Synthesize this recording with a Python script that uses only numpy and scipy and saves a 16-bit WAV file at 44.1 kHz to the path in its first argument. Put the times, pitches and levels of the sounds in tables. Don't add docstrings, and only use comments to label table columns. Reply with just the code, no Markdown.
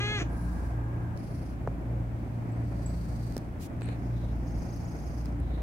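import sys
import numpy as np
from scipy import signal
from scipy.fft import rfft, irfft, next_fast_len
from scipy.io import wavfile
from scipy.ndimage import map_coordinates

SR = 44100
rng = np.random.default_rng(int(sys.argv[2]) if len(sys.argv) > 2 else 0)


def store_wav(level_fs):
    pcm = np.round(np.clip(np.atleast_2d(level_fs), -1, 1) * 32767)
    wavfile.write(sys.argv[1], SR, pcm.T.astype(np.int16))


N = 247842
TIME = np.arange(N) / SR

# f/Hz, side minus mid/dB
WIDTH = [(60, -14), (110, -4.5), (200, -12), (380, -7.5), (700, -3.5), (1290, 3.5), (2380, -0.5), (4400, 0),
         (8120, 0.5), (15000, 1)]
# f/Hz, relative density/dB
ROOM_COLOUR = [(22, -45), (33, -11.5), (43, -8), (62, -6.5), (83, 1.5), (104, -15), (130, -13.5), (245, -8),
               (480, -26.5), (670, -25.5), (1220, -35.5), (2300, -41), (3900, -53), (15800, -60)]
# t/s, relative level/dB
RUMBLE_LEVEL = [(0.0, -42), (0.86, -48), (0.89, -56), (1.36, -48), (2.25, -63), (3.21, -41), (4.18, -59),
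                (4.21, -45), (4.63, -37), (4.66, -45), (5.56, -57), (5.62, -54)]
# t/s, level/dB
HUM_LEVEL = [(0, -32.5), (0.7, -37), (1.4, -40), (2.9, -36.5), (3.7, -42.5), (4.4, -36.5), (5.62, -34)]
# t/s, level/dB
HUM_BAND_LEVEL = [(0.0, -34), (0.45, -39.5), (0.53, -54), (0.78, -32), (1.6, -44.5), (1.69, -35),
                  (1.74, -50), (1.91, -33.5), (2.28, -38.5), (2.57, -32.5), (3.13, -41.5), (3.26, -33),
                  (3.38, -50), (3.91, -35), (4.95, -44), (4.98, -61), (5.27, -38), (5.62, -52)]
# f/Hz, level/dB
HUM_LINES = [(120, -50), (146, -49), (175.3, -48), (290, -57)]

# t/s, peak/dB, pitch ratio
TAPS = [(1.675, -19.5, 0.89), (3.3666, -23.5, 0.49), (3.819, -35, 0.67)]
# f/Hz, relative level/dB
TAP_COLOUR = [(100, -39), (300, -8.5), (480, 6), (750, 3), (1300, -5.5), (1900, -13), (2600, -30),
              (4200, -42), (7000, -40), (11000, -50)]
# t/s, level before filtering/dB, low band offset/dB, high band offset/dB
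TICKS = [(1.175, -33, -6, -17), (3.3237, -32, -10, -11), (3.367, -23, -3, -13), (3.379, -23, -9, -11),
         (3.8105, -36, 2, -20), (3.8188, -49, 18, -7), (4.5905, -47, -5, -6), (4.7625, -45, -3, -1),
         (5.258, -30.5, 6, -11), (5.402, -47, 10, 0)]
# f/Hz, gain/dB
TICK_COLOUR = [(900, -25), (1600, -2.5), (2600, -15), (3700, -10.5), (4900, -2), (5900, -8), (7200, -13),
               (9000, -12), (12000, -37)]
# t/s, relative level/dB
PINGS = [(2.52, -59), (2.861, -37.5), (2.877, -64)]
# f/Hz, relative level/dB, t60 of the faint ring/s
BELL_MODES = [(7780, -1.5, 0.33), (7748, -6, 0.14)]
# t/s, length/s, level/dB
RUSTLES = [(3.793, 0.19, -53), (3.818, 0.0038, -39.5), (3.887, 0.0049, -46), (5.248, 0.03, -60)]
# f/Hz, relative density/dB
RUSTLE_COLOUR = [(200, 6), (400, 15), (900, -13), (1600, 3), (2500, 3), (3200, -9), (4200, -0.5),
                 (5000, -23), (7000, -16), (9000, -11), (15000, -36)]

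# t/s, f/Hz
MEOW_PITCH = [(0.0, 401.5), (0.016, 409.3), (0.134, 424.8), (0.17, 410.5), (0.186, 395.6), (0.204, 352.3),
              (0.21, 346.4), (0.224, 350.6), (0.23, 345.1)]
# f/Hz, relative level/dB
MOUTH_COLOUR = [(250, -21), (410, -6), (620, 7), (830, -10), (1250, -6.5), (1680, -2), (2100, -2),
                (2520, -4.5), (2950, -10), (3370, -3.5), (3800, -14), (4200, -9.5), (4900, -29),
                (6700, -18.5), (7600, -42), (8500, -29.5), (9500, -55)]
# f/Hz, relative density/dB
RASP_COLOUR = [(200, -25), (340, 15.5), (600, -22), (1200, -5.5), (1900, -5.5), (2500, -1.5), (3200, -16),
               (4000, -22), (5000, -17), (6000, -10.5), (6900, -12), (7500, -29), (8500, -24), (9500, -50)]

# t/s, length/s, start f/Hz, end f/Hz, level/dB
WHISTLES = [(0.31, 0.04, 10000, 11300, -67), (0.337, 0.17, 10200, 11200, -66.5),
            (3.823, 0.027, 7340, 8400, -57.5), (3.851, 0.0145, 8000, 9500, -57.5)]
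# t/s, length/s, level/dB, attack/s, flutter depth, nostril colour
BREATHS = [ (0.24, 0.55, -66.5, 0.14, 0.12, 'soft'), (1.158, 0.41, -66.5, 0.016, 0.31, 'narrow'),
           (2.13, 0.6, -77.5, 0.04, 0.2, 'open'), (2.523, 0.97, -63.5, 0.42, 0.23, 'open'),
           (3.591, 0.087, -54.5, 0.03, 0.05, 'sniff'), (3.924, 0.69, -67.5, 0.06, 0.25, 'pinched'),
           (4.096, 0.25, -70, 0.083, 0.22, 'low'), (4.403, 0.97, -59, 0.16, 0.29, 'pinched'),
           (5.37, 0.36, -68, 0.14, 0.1, 'low')]
# f/Hz, relative density/dB
NOSE_SOFT = [(1760, -37), (3000, -34), (3740, -3), (4990, 1), (7690, -4), (8820, 1), (9850, -7),
             (10800, 1.5), (12100, -14), (15500, -6.5)]
NOSE_NARROW = [(1760, -35.5), (3000, -7), (3760, -12), (4410, 2), (4990, 2), (6390, -4), (7180, -12),
               (8010, -16), (8640, -1), (9710, -10), (10800, 1.5), (12200, -15), (13100, -11),
               (15500, -27.5)]
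NOSE_OPEN = [(1760, -41), (3000, -11), (3540, -8), (4560, 6), (5450, -2), (6210, 0), (7430, -7), (8410, 1),
             (9450, -10), (10800, -4.5), (14100, -10), (15500, -17)]
NOSE_SNIFF = [(1180, -38), (2000, -9), (2380, 4), (2570, 0), (2900, -1.5), (3510, -1), (7190, -1.5),
              (12400, -4), (15800, -6)]
NOSE_PINCHED = [(550, -22), (830, 17), (1200, -17), (2000, -9), (2550, -9), (3400, -33), (4100, -11),
                (4900, -2), (5700, -4), (6500, -5.5), (7500, -22), (8600, -8.5), (9600, -19), (11200, -10),
                (15500, -26)]
NOSE_LOW = [(2600, -11), (3900, 8), (4800, -13), (8000, -23), (15000, -21)]
# f/Hz, relative density/dB
CHEST_COLOUR = [(40, -26.5), (55, -6), (82, -4), (104, 3.5), (135, -19), (160, -2), (205, -10), (260, -6),
                (325, -5.5), (400, -22.5), (480, -35.5), (700, -64)]
THROAT_COLOUR = [(220, -20), (380, -1), (492, -3), (519, 0.5), (649, -2), (709, -1.5), (1130, -16),
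                 (2410, -22), (3200, -51.5), (4160, -84), (7040, -120)]


def amp(db):
    return 10 ** (np.asarray(db) / 20)


def unit(x):
    return x / np.sqrt(np.mean(x ** 2) + 1e-20)


def gain_at(spectrum, hz):
    f, db = np.transpose(spectrum)
    return amp(np.interp(np.log(hz + 1), np.log(f + 1), db))


def curve(points):
    return np.interp(TIME, *np.transpose(points))


def envelope(start, length, attack, release):
    age = TIME - start
    return np.clip(age / attack, 0, 1) * np.clip((length - age) / release, 0, 1)


def wobble(rate):
    return map_coordinates(rng.standard_normal(int(N * rate / SR) + 4), [TIME * rate])


def cycles(hz):
    return np.cumsum(hz) / SR


def filtered(x, response):
    size = next_fast_len(N + 8192)
    return irfft(rfft(x, size) * response(np.fft.rfftfreq(size, 1 / SR)), size)[..., :N]


def impulse(spectrum, size=2048):
    cepstrum = irfft(np.log(gain_at(spectrum, np.fft.rfftfreq(size, 1 / SR)) + 1e-6))
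    cepstrum[1:size // 2] *= 2
    cepstrum[size // 2 + 1:] = 0
    response = irfft(np.exp(rfft(cepstrum)))
    return response / np.abs(response).max()


def add(track, start, sound):
    part = track[..., max(round(start * SR), 0):][..., :sound.shape[-1]]
    part += sound[..., :part.shape[-1]]


def air(spectrum, gate=1):
    noise = gate * rng.standard_normal((2, N))
    mid = filtered(noise[0], lambda hz: gain_at(spectrum, hz))
    side = filtered(noise[1], lambda hz: gain_at(spectrum, hz) * gain_at(WIDTH, hz))
    return np.array([mid + side, mid - side]) / np.std(mid)


def puffs(purr_cycles, sharp, delay):
    return unit(np.exp(sharp * np.cos(2 * np.pi * (purr_cycles - delay))))


def room():
    rumble = air([(20, -46), (31, -11), (42, -4), (70, -17), (100, -14.5), (160, -17), (400, -76)])
    return amp(-40.5) * air(ROOM_COLOUR) + amp(curve(RUMBLE_LEVEL) - 2) * rumble


def walls(x, t60):
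    t = np.arange(SR // 2) / SR
    tail = rng.standard_normal((2, len(t))) * amp(-60 * t / t60) * (t > .004)
    return signal.fftconvolve(x[None], tail / np.linalg.norm(tail[0]), axes=1)[:, :N]


def hum(hum_hz=58.02, beat_period_s=1.218, dip_at_s=3.654, beat_depth=0.94):
    def tone(hz, drift):
        return np.sqrt(2) * np.sin(2 * np.pi * (cycles(hz * (1 + drift * wobble(5))) + rng.random()))

    beating = np.sqrt(1 - beat_depth * np.cos(2 * np.pi * (TIME - dip_at_s) / beat_period_s))
    low = amp(curve(HUM_LEVEL) + 0.5 * wobble(3.08)) * beating * tone(hum_hz, drift=0.0062)
    band = amp(curve(HUM_BAND_LEVEL) + 0.85 * wobble(8)) * tone(2 * hum_hz, drift=0.0049)
    lines = sum(amp(db + 3.85 * wobble(6)) * tone(hz, drift=0.00532) for hz, db in HUM_LINES)
    fuzz = air([(500, -11), (900, 3), (1500, -9.5), (1620, 3), (1740, -9), (2600, -51), (4000, -41)])
    whine = amp(-54.5) * envelope(start=0.21, length=1.0, attack=0.02, release=0.073) * fuzz
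    return low + band + lines + whine


def taps():
    out = np.zeros(N)
    for start, db, ratio in TAPS:
        add(out, start, amp(db) * impulse([(hz * ratio, level) for hz, level in TAP_COLOUR]))
    return out


def ticks(t60=0.006):
    bursts, t = np.zeros((3, 2, N)), np.arange(SR // 20) / SR
    for start, db, low_db, high_db in TICKS:
        burst = amp(db - 60 * t / t60) * rng.standard_normal((3, 2, len(t)))
        add(bursts, start, burst * amp([low_db, 0, high_db])[:, None, None])
    low = [(150, -30), (400, -9), (1400, 2), (2500, -40)]
    high = [(6000, -38), (9000, 1.5), (16000, -3.0)]
    return sum(filtered(band, lambda hz: gain_at(colour, hz))
               for band, colour in zip(bursts, [low, TICK_COLOUR, high]))


def collar_bell(ping_t60=0.065, attack_s=0.00071):
    out, t = np.zeros(N), np.arange(SR // 3) / SR
    ring = sum(amp(db - 60 * t / t60) * np.sin(2 * np.pi * hz * t) for hz, db, t60 in BELL_MODES)
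    strike = (0.27 + amp(-60 * t / ping_t60)) * (1 - np.exp(-t / attack_s))
    for start, db in PINGS:
        add(out, start, amp(db - 4.5) * ring * strike)
    return out


def lips():
    level = np.zeros(N)
    for start, length, db in RUSTLES:
        add(level, start, amp(db) * np.hanning(int(length * SR)) ** .5)
    grain = amp(2.5 * wobble(350))
    return level * air(RUSTLE_COLOUR, grain)


def meow(clear_above_hz=411.5, rough_per_hz=0.021, crack_at_s=0.072, crack_width_s=0.013, lag_s=0.00013):
    pitch = curve(MEOW_PITCH)
    crack = 0.17 * np.exp(-((TIME - crack_at_s) / crack_width_s) ** 2)
    rough = np.clip(crack + rough_per_hz * np.maximum(clear_above_hz - pitch, 0), .02, .8)
    phase = 2 * np.pi * cycles(pitch) + (0.044 + 0.17 * rough) * wobble(400)
    n = SR // 4
    tone = unit(sum(gain_at(MOUTH_COLOUR, k * pitch[:n]) * np.sin(k * phase[:n]) for k in range(1, 23)))
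    pulsed_air = rng.standard_normal(N) * (1 + 0.5 * np.cos(phase))
    rasp = unit(filtered(pulsed_air, lambda hz: gain_at(RASP_COLOUR, hz)))
    level = amp(-33 - 2.5 * rough) * envelope(start=0, length=0.237, attack=0.0014, release=0.015)
    voice = level * (np.sqrt(1 - rough) * np.pad(tone, (0, N - n)) + np.sqrt(rough) * rasp)
    sides = np.array([[1], [-1]])
    direct = amp(0.7 * sides) * filtered(voice, lambda hz: np.exp(1j * np.pi * hz * lag_s * sides))
    return direct + amp(-11) * walls(voice, t60=.2)


def nose_whistles(purr_cycles):
    chirp_hz = 5750 + 900 * np.sin(2 * np.pi * (purr_cycles - .5)) + 200 * wobble(30) + 220 * wobble(1400)
    pulsing = amp(2 * wobble(30)) * puffs(purr_cycles, sharp=0.76, delay=0.6)
    chirp_level = amp(-67) * envelope(start=4.44, length=0.94, attack=0.041, release=0.47)
    out = chirp_level * pulsing * np.sqrt(2) * np.sin(2 * np.pi * cycles(chirp_hz))
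    for start, length, start_hz, end_hz, db in WHISTLES:
        n = int(length * SR)
        hz = np.linspace(start_hz, end_hz, n) + 300 * wobble(1500)[:n]
        add(out, start, amp(db) * np.sqrt(2 * np.hanning(n)) * np.sin(2 * np.pi * cycles(hz)))
    return out


def nose_hiss(purr_cycles):
    colours = dict(soft=NOSE_SOFT, narrow=NOSE_NARROW, open=NOSE_OPEN,
                   sniff=NOSE_SNIFF, pinched=NOSE_PINCHED, low=NOSE_LOW)
    uneven = amp(1.2 * wobble(40))
    out = np.zeros((2, N))
    for start, length, db, attack, flutter, name in BREATHS:
        hiss = air(colours[name], uneven * puffs(purr_cycles, sharp=flutter, delay=0.31))
        out += amp(db) * envelope(start, length, attack, release=0.18 * length) * hiss
    return out


def purr(purr_cycles, knock_share=0.55):
    strength = amp(2.38 * wobble(25) + 0.34 * wobble(1.67))
    closures = strength * np.diff(np.floor(purr_cycles), prepend=0)
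    knocks = unit(signal.fftconvolve(closures, impulse(CHEST_COLOUR, size=4096))[:N])
    chest_noise = air(CHEST_COLOUR, strength * puffs(purr_cycles, sharp=1.0, delay=0.2))
    chest = np.sqrt(knock_share) * knocks + np.sqrt(1 - knock_share) * chest_noise
    throat = air(THROAT_COLOUR, strength * puffs(purr_cycles, sharp=0.15, delay=0.3))
    return amp(-43.5) * chest + amp(-51.5) * throat


def scene(purr_hz=27.04, drift=0.025):
    purr_cycles = cycles(purr_hz * (1 + drift * wobble(12)))
    cat = purr(purr_cycles) + nose_hiss(purr_cycles) + nose_whistles(purr_cycles) + meow() + lips()
    return cat + ticks() + taps() + collar_bell() + hum() + room()


def record(dry):
    return filtered(dry, lambda hz: hz < 15850)


dry = scene()
out = record(dry)
store_wav(out)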